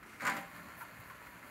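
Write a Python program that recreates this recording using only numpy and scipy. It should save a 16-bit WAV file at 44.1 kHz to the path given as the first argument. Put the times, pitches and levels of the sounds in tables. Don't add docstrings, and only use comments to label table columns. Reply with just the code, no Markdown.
import sys
import numpy as np
from scipy import signal
from scipy.fft import rfft, irfft, next_fast_len
from scipy.io import wavfile
from scipy.ndimage import map_coordinates

SR = 44100
rng = np.random.default_rng(int(sys.argv[2]) if len(sys.argv) > 2 else 0)


def generate_wav(signal):
    frames = np.transpose(np.atleast_2d(signal))
    scaled = np.clip(frames, -1, 1) * 32767
    pcm = np.round(scaled).astype(np.int16)
    wavfile.write(sys.argv[1], SR, pcm)


N = 66150


def amp(db):
    return 10 ** (np.asarray(db) / 20)


def since(start_s):
    return np.maximum(np.arange(N) / SR - start_s, 0)


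def curve(points):
    return np.interp(since(0), *np.transpose(points))


def wobble(rate_hz):
    return map_coordinates(rng.standard_normal(1000), [since(0) * rate_hz], mode="wrap")


def decay(t, attack_s, t60_s):
    return (1 - np.exp(-t / attack_s)) * np.exp(-np.log(1000) * t / t60_s)


def filtered(x, response):
    size = next_fast_len(N + SR // 2)
    return irfft(rfft(x, size) * response(np.fft.rfftfreq(size, 1 / SR)), size)[:N]


def coloured(x, eq):
    freq_hz, gain_db = np.transpose(eq)
    shaped = filtered(x, lambda hz: amp(np.interp(np.log(hz + 1), np.log(freq_hz), gain_db)))
    return shaped / np.sqrt(np.mean(shaped ** 2) + 1e-20)


def noise(eq):
    return coloured(rng.standard_normal(N), eq)


# freq_hz, gain_db
ROOM_EQ = [(20, -49), (38, 1.5), (55, 3.5), (115, 7), (170, -1.5), (290, 1.5), (450, -4), (1300, 0),
           (2100, -2), (3300, -17), (10000, -33.5), (15500, -35)]

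def room_tone(level_db=-59):
    return amp(level_db) * noise(ROOM_EQ)


def early_echoes(x, level_db=-15.5, centre_hz=2210, width_octaves=2.13):
    delays_s = rng.uniform(0.001019, 0.011, 8)

    def response(hz):
        midrange = np.exp(-(np.log2((hz + 1) / centre_hz) / width_octaves) ** 2)
        echoes = np.exp(-2j * np.pi * np.outer(hz, delays_s)).sum(1)
        return 1 + amp(level_db) * midrange * echoes
    return filtered(x, response)


# time_s, level_db
DRONE_LEVEL = [(0, -64), (.48, -76), (.56, -59), (.67, -58), (.76, -70.5), (.95, -63.5), (1.12, -71.5),
               (1.25, -66), (1.5, -65)]
# freq_hz, gain_db
DRONE_EQ = [(100, -31), (170, -3.5), (220, 1), (310, 1), (370, -16.5), (1000, -44)]

def tray_drone():
    return amp(curve(DRONE_LEVEL)) * noise(DRONE_EQ)


# freq_hz, gain_db
IDLE_EQ = [(150, -30), (230, -5), (420, -4.5), (620, -13), (800, -25), (950, -31), (1280, -1), (1600, -9.5),
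           (2100, -2), (2400, -7), (3400, -20.5), (8500, -20), (12200, -21), (15500, -29)]

def idle_gears(start_s=0.025, stop_s=0.27, ramp_s=0.047, level_db=-58.5):
    fade_in = np.clip(since(start_s) / ramp_s, 0, 1)
    fade_out = np.clip(since(stop_s) / ramp_s, 0, 1)
    return (fade_in - fade_out) * amp(level_db + 1.4 * wobble(92)) * noise(IDLE_EQ)


# start_s, level_db
TICK_CUES = [(0.028, -47), (0.129, -54.5), (0.199, -45), (0.206, -37), (.700, -60), (.803, -52),
             (0.81, -49.5), (.848, -50.5), (1.097, -48), (1.267, -49), (1.427, -50)]
# freq_hz, gain_db
TICK_EQ = [(300, -37), (950, -19), (1300, 4.5), (1500, 4.5), (1750, 1), (2050, 5), (2500, -9),
           (3200, -22.5), (4400, -18.5), (6000, -23.5), (15000, -27)]

def cam_ticks():
    return sum(amp(db) * decay(since(start_s), attack_s=0.00085, t60_s=0.079) * noise(TICK_EQ)
               for start_s, db in TICK_CUES)


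# start_s, level_db, pitch_hz
BUMP_CUES = [(0.644, -39, 215), (0.768, -41, 90.6), (0.991, -34, 102), (1.06, -42, 58), (1.279, -44, 57.6)]

def tray_bumps():
    out = np.zeros(N)
    for start_s, db, hz in BUMP_CUES:
        t = since(start_s)
        thud = np.sin(2 * np.pi * hz * t + 0.38 * wobble(70))
        out += amp(db) * decay(t, attack_s=0.012, t60_s=0.057) * thud
    return out


# time_s, level_db
HISS_LEVEL = [(0, -71), (.15, -74.5), (.3, -71.5), (.37, -55.5), (.45, -68), (.56, -64.5), (.75, -67.5),
              (.79, -56.5), (.83, -55), (.85, -67.5), (.98, -66), (1.005, -60.5), (1.03, -69), (1.09, -60),
              (1.14, -70), (1.3, -64), (1.4, -71), (1.49, -60.5)]
# freq_hz, gain_db
HISS_EQ = [(3000, -21), (8000, -12), (10300, 1), (11000, -0.5), (12000, 7.5), (13400, -3.5), (15500, 0)]
# start_s, length_s, level_db, pitch_hz
SCRAPE_CUES = [(.800, 0.035, -45, 1384), (0.802, 0.046, -48, 927), (1.097, 0.026, -49, 1048),
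               (1.306, 0.028, -56.5, 972)]

def rails():
    out = amp(curve(HISS_LEVEL) + 0.83 * wobble(150)) * noise(HISS_EQ)
    for start_s, length_s, db, hz in SCRAPE_CUES:
        t = since(start_s)
        swell = np.sin(np.pi * np.minimum(t / length_s, 1))
        squeak = np.sin(2 * np.pi * hz * t + 1.2 * wobble(140))
        grit = amp(-14) * noise(WHIR_EQ)
        out += amp(db) * swell * (squeak + grit)
    return out


# time_s, speed_ratio
MOTOR_SPEED = [(0, 0.95), (.62, 1.023), (.75, 1.005), (.92, 0.99), (1.08, .975), (1.22, 0.93), (1.5, 0.94)]
# time_s, level_db
DRIVE_LOAD = [(0, -61), (.19, -65.5), (.23, -44), (.45, -53.5), (.58, -52), (.75, -54), (.95, -54),
              (1.1, -54.5), (1.25, -54.5), (1.42, -54), (1.5, -55)]
# freq_hz, gain_db
WHIR_EQ = [(88, -33), (150, -3), (169, 0), (308, -8.5), (346, -31), (373, -11.5), (500, -8.5), (618, -3.5),
           (751, -11.5), (1000, -2.5), (1170, -4), (1400, -2.5), (1600, -4.5), (1800, -2), (1940, -4.5),
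           (2230, -5.5), (3620, -21), (4390, -16), (5330, -29), (7130, -18), (8010, -26), (12000, -21.5),
           (15500, -41)]
# pitch_hz, gain_db
WHINE_PARTIALS = [(1039, -10.5), (1078, -15), (1120, -16), (1392, -15), (1765, -15), (1800, -18.5),
                  (2135, -19.5), (4420, -30)]
# pitch_hz, gain_db
HUM_PARTIALS = [(119, -16.5), (612, -20.5), (689, -22.5)]

def tray_drive(tooth_hz=120.84, tooth_count=300, flutter=0.00678):
    speed = curve(MOTOR_SPEED) * (1 + flutter * wobble(22))
    travel = np.cumsum(speed) / SR
    tooth_places = np.abs(np.arange(tooth_count) + 0.11 * rng.standard_normal(tooth_count)) / tooth_hz
    tooth_gains = amp(2.5 * rng.standard_normal(tooth_count))
    blows = np.bincount(np.searchsorted(travel, tooth_places), tooth_gains, N)[:N]
    chatter = signal.fftconvolve(blows, decay(since(0), attack_s=0.0001, t60_s=0.036))[:N]
    teeth = amp(-5) * coloured(chatter * rng.standard_normal(N), WHIR_EQ)
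    friction = amp(-4) * noise(WHIR_EQ) * amp(wobble(30.22))
    whine = sum(amp(db + 2.9 * wobble(19.7)) * np.sin(2 * np.pi * hz * travel + 0.5 * wobble(40))
                for hz, db in WHINE_PARTIALS)
    whine *= amp(-25 * since(1.18))
    hum = sum(amp(db + 2.8 * wobble(9.37)) * np.sin(2 * np.pi * hz * since(0) + wobble(14))
              for hz, db in HUM_PARTIALS)
    return amp(curve(DRIVE_LOAD)) * (teeth + friction + whine + hum)


# pitch_hz, gain_db, t60_s
CABINET_MODES = [(174.6, -19.5, 0.67), (252.6, -27.5, 0.29), (282.9, -19.5, 0.33), (614, -18, 0.19),
                 (789.4, -7, 0.33), (998, -6, 0.36), (1160, -14, 0.17), (1242, -3, 0.14),
                 (1411.7, -8.5, 0.17), (1479, -3, 0.17), (1601.5, -5.5, 0.17), (1757, -10, 0.15),
                 (2001.5, -11, 0.26), (2270, -11, 0.27)]

def cabinet_ring(low_below_hz=900):
    out = np.zeros(N)
    for hz, mode_db, t60_s in CABINET_MODES:
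        is_low = hz < low_below_hz
        attack_s = 0.034 if is_low else 0.0018
        energy = np.zeros(N)
        for start_s, db, _, ring_db, boom_db in KNOCK_CUES:
            send_db = boom_db - 1 if is_low else ring_db - 6
            energy += (amp(db + send_db) * decay(since(start_s), attack_s, t60_s)) ** 2
        phase = 2 * np.pi * (hz * since(0) + rng.random()) + 0.18 * wobble(46.2)
        out += amp(mode_db + wobble(60)) * np.sqrt(energy) * np.sin(phase)
    return out


# freq_hz, gain_db
PLASTIC_EQ = [(100, -33.5), (400, -18.5), (620, -17), (900, -2.5), (1400, -3), (2100, 1), (2500, -8.5),
              (3100, -15), (5000, -29), (16000, -48)]
# freq_hz, gain_db
CLICK_EQ = [(1500, -19), (3200, -9), (4600, 3), (6000, -5), (7200, 6.5), (8000, -5), (8800, 2.5),
            (10800, -13), (12300, 2), (13800, -17), (15500, -5.5)]
# freq_hz, gain_db
BOOM_EQ = [(40, -29), (110, -10.5), (175, -7), (290, 2), (380, -13), (600, 0), (1000, -42), (4000, -69.5)]
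# start_s, level_db, click_trim_db, ring_trim_db, boom_trim_db
KNOCK_CUES = [(.219, -43, 3.5, 8, 10.5), (.250, -36, 5, 6.5, -10), (.255, -37.5, -2, 11, 1.5),
              (.267, -31, 2.5, 2, -5), (.274, -29, 1, -2, -0.5), (.296, -35, 4, -6, 2),
              (.316, -42, 0, -5, 9.5), (.350, -49, -15, 8, 13.5), (.366, -35.5, 0, -8, 3)]

def clamp_knocks():
    out = np.zeros(N)
    for start_s, db, click_db, _, boom_db in KNOCK_CUES:
        t = since(start_s)
        room_tail = decay(t, attack_s=0.011, t60_s=0.49)
        plastic = noise(PLASTIC_EQ) * (decay(t, attack_s=0.0014, t60_s=0.092) + amp(-9) * room_tail)
        click = noise(CLICK_EQ) * (decay(t, attack_s=0.0006, t60_s=0.042) + amp(-17) * room_tail)
        boom = noise(BOOM_EQ) * decay(t, attack_s=0.006, t60_s=0.29)
        out += amp(db) * (amp(-2.5) * plastic + amp(click_db - 10.5) * click + amp(boom_db - 13) * boom)
    return out


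def scene():
    mechanism = (tray_drone() + clamp_knocks() + cam_ticks() + idle_gears()
                 + tray_drive() + rails() + tray_bumps())
    return (early_echoes(mechanism) + cabinet_ring() + room_tone())[None]


def record(dry):
    low_cut_hz, high_cut_hz = 42, 15750
    return filtered(dry[0], lambda hz: (hz < high_cut_hz) * (1 - np.exp(-(hz / low_cut_hz) ** 4)))[None]


dry = scene()
out = record(dry)
generate_wav(out)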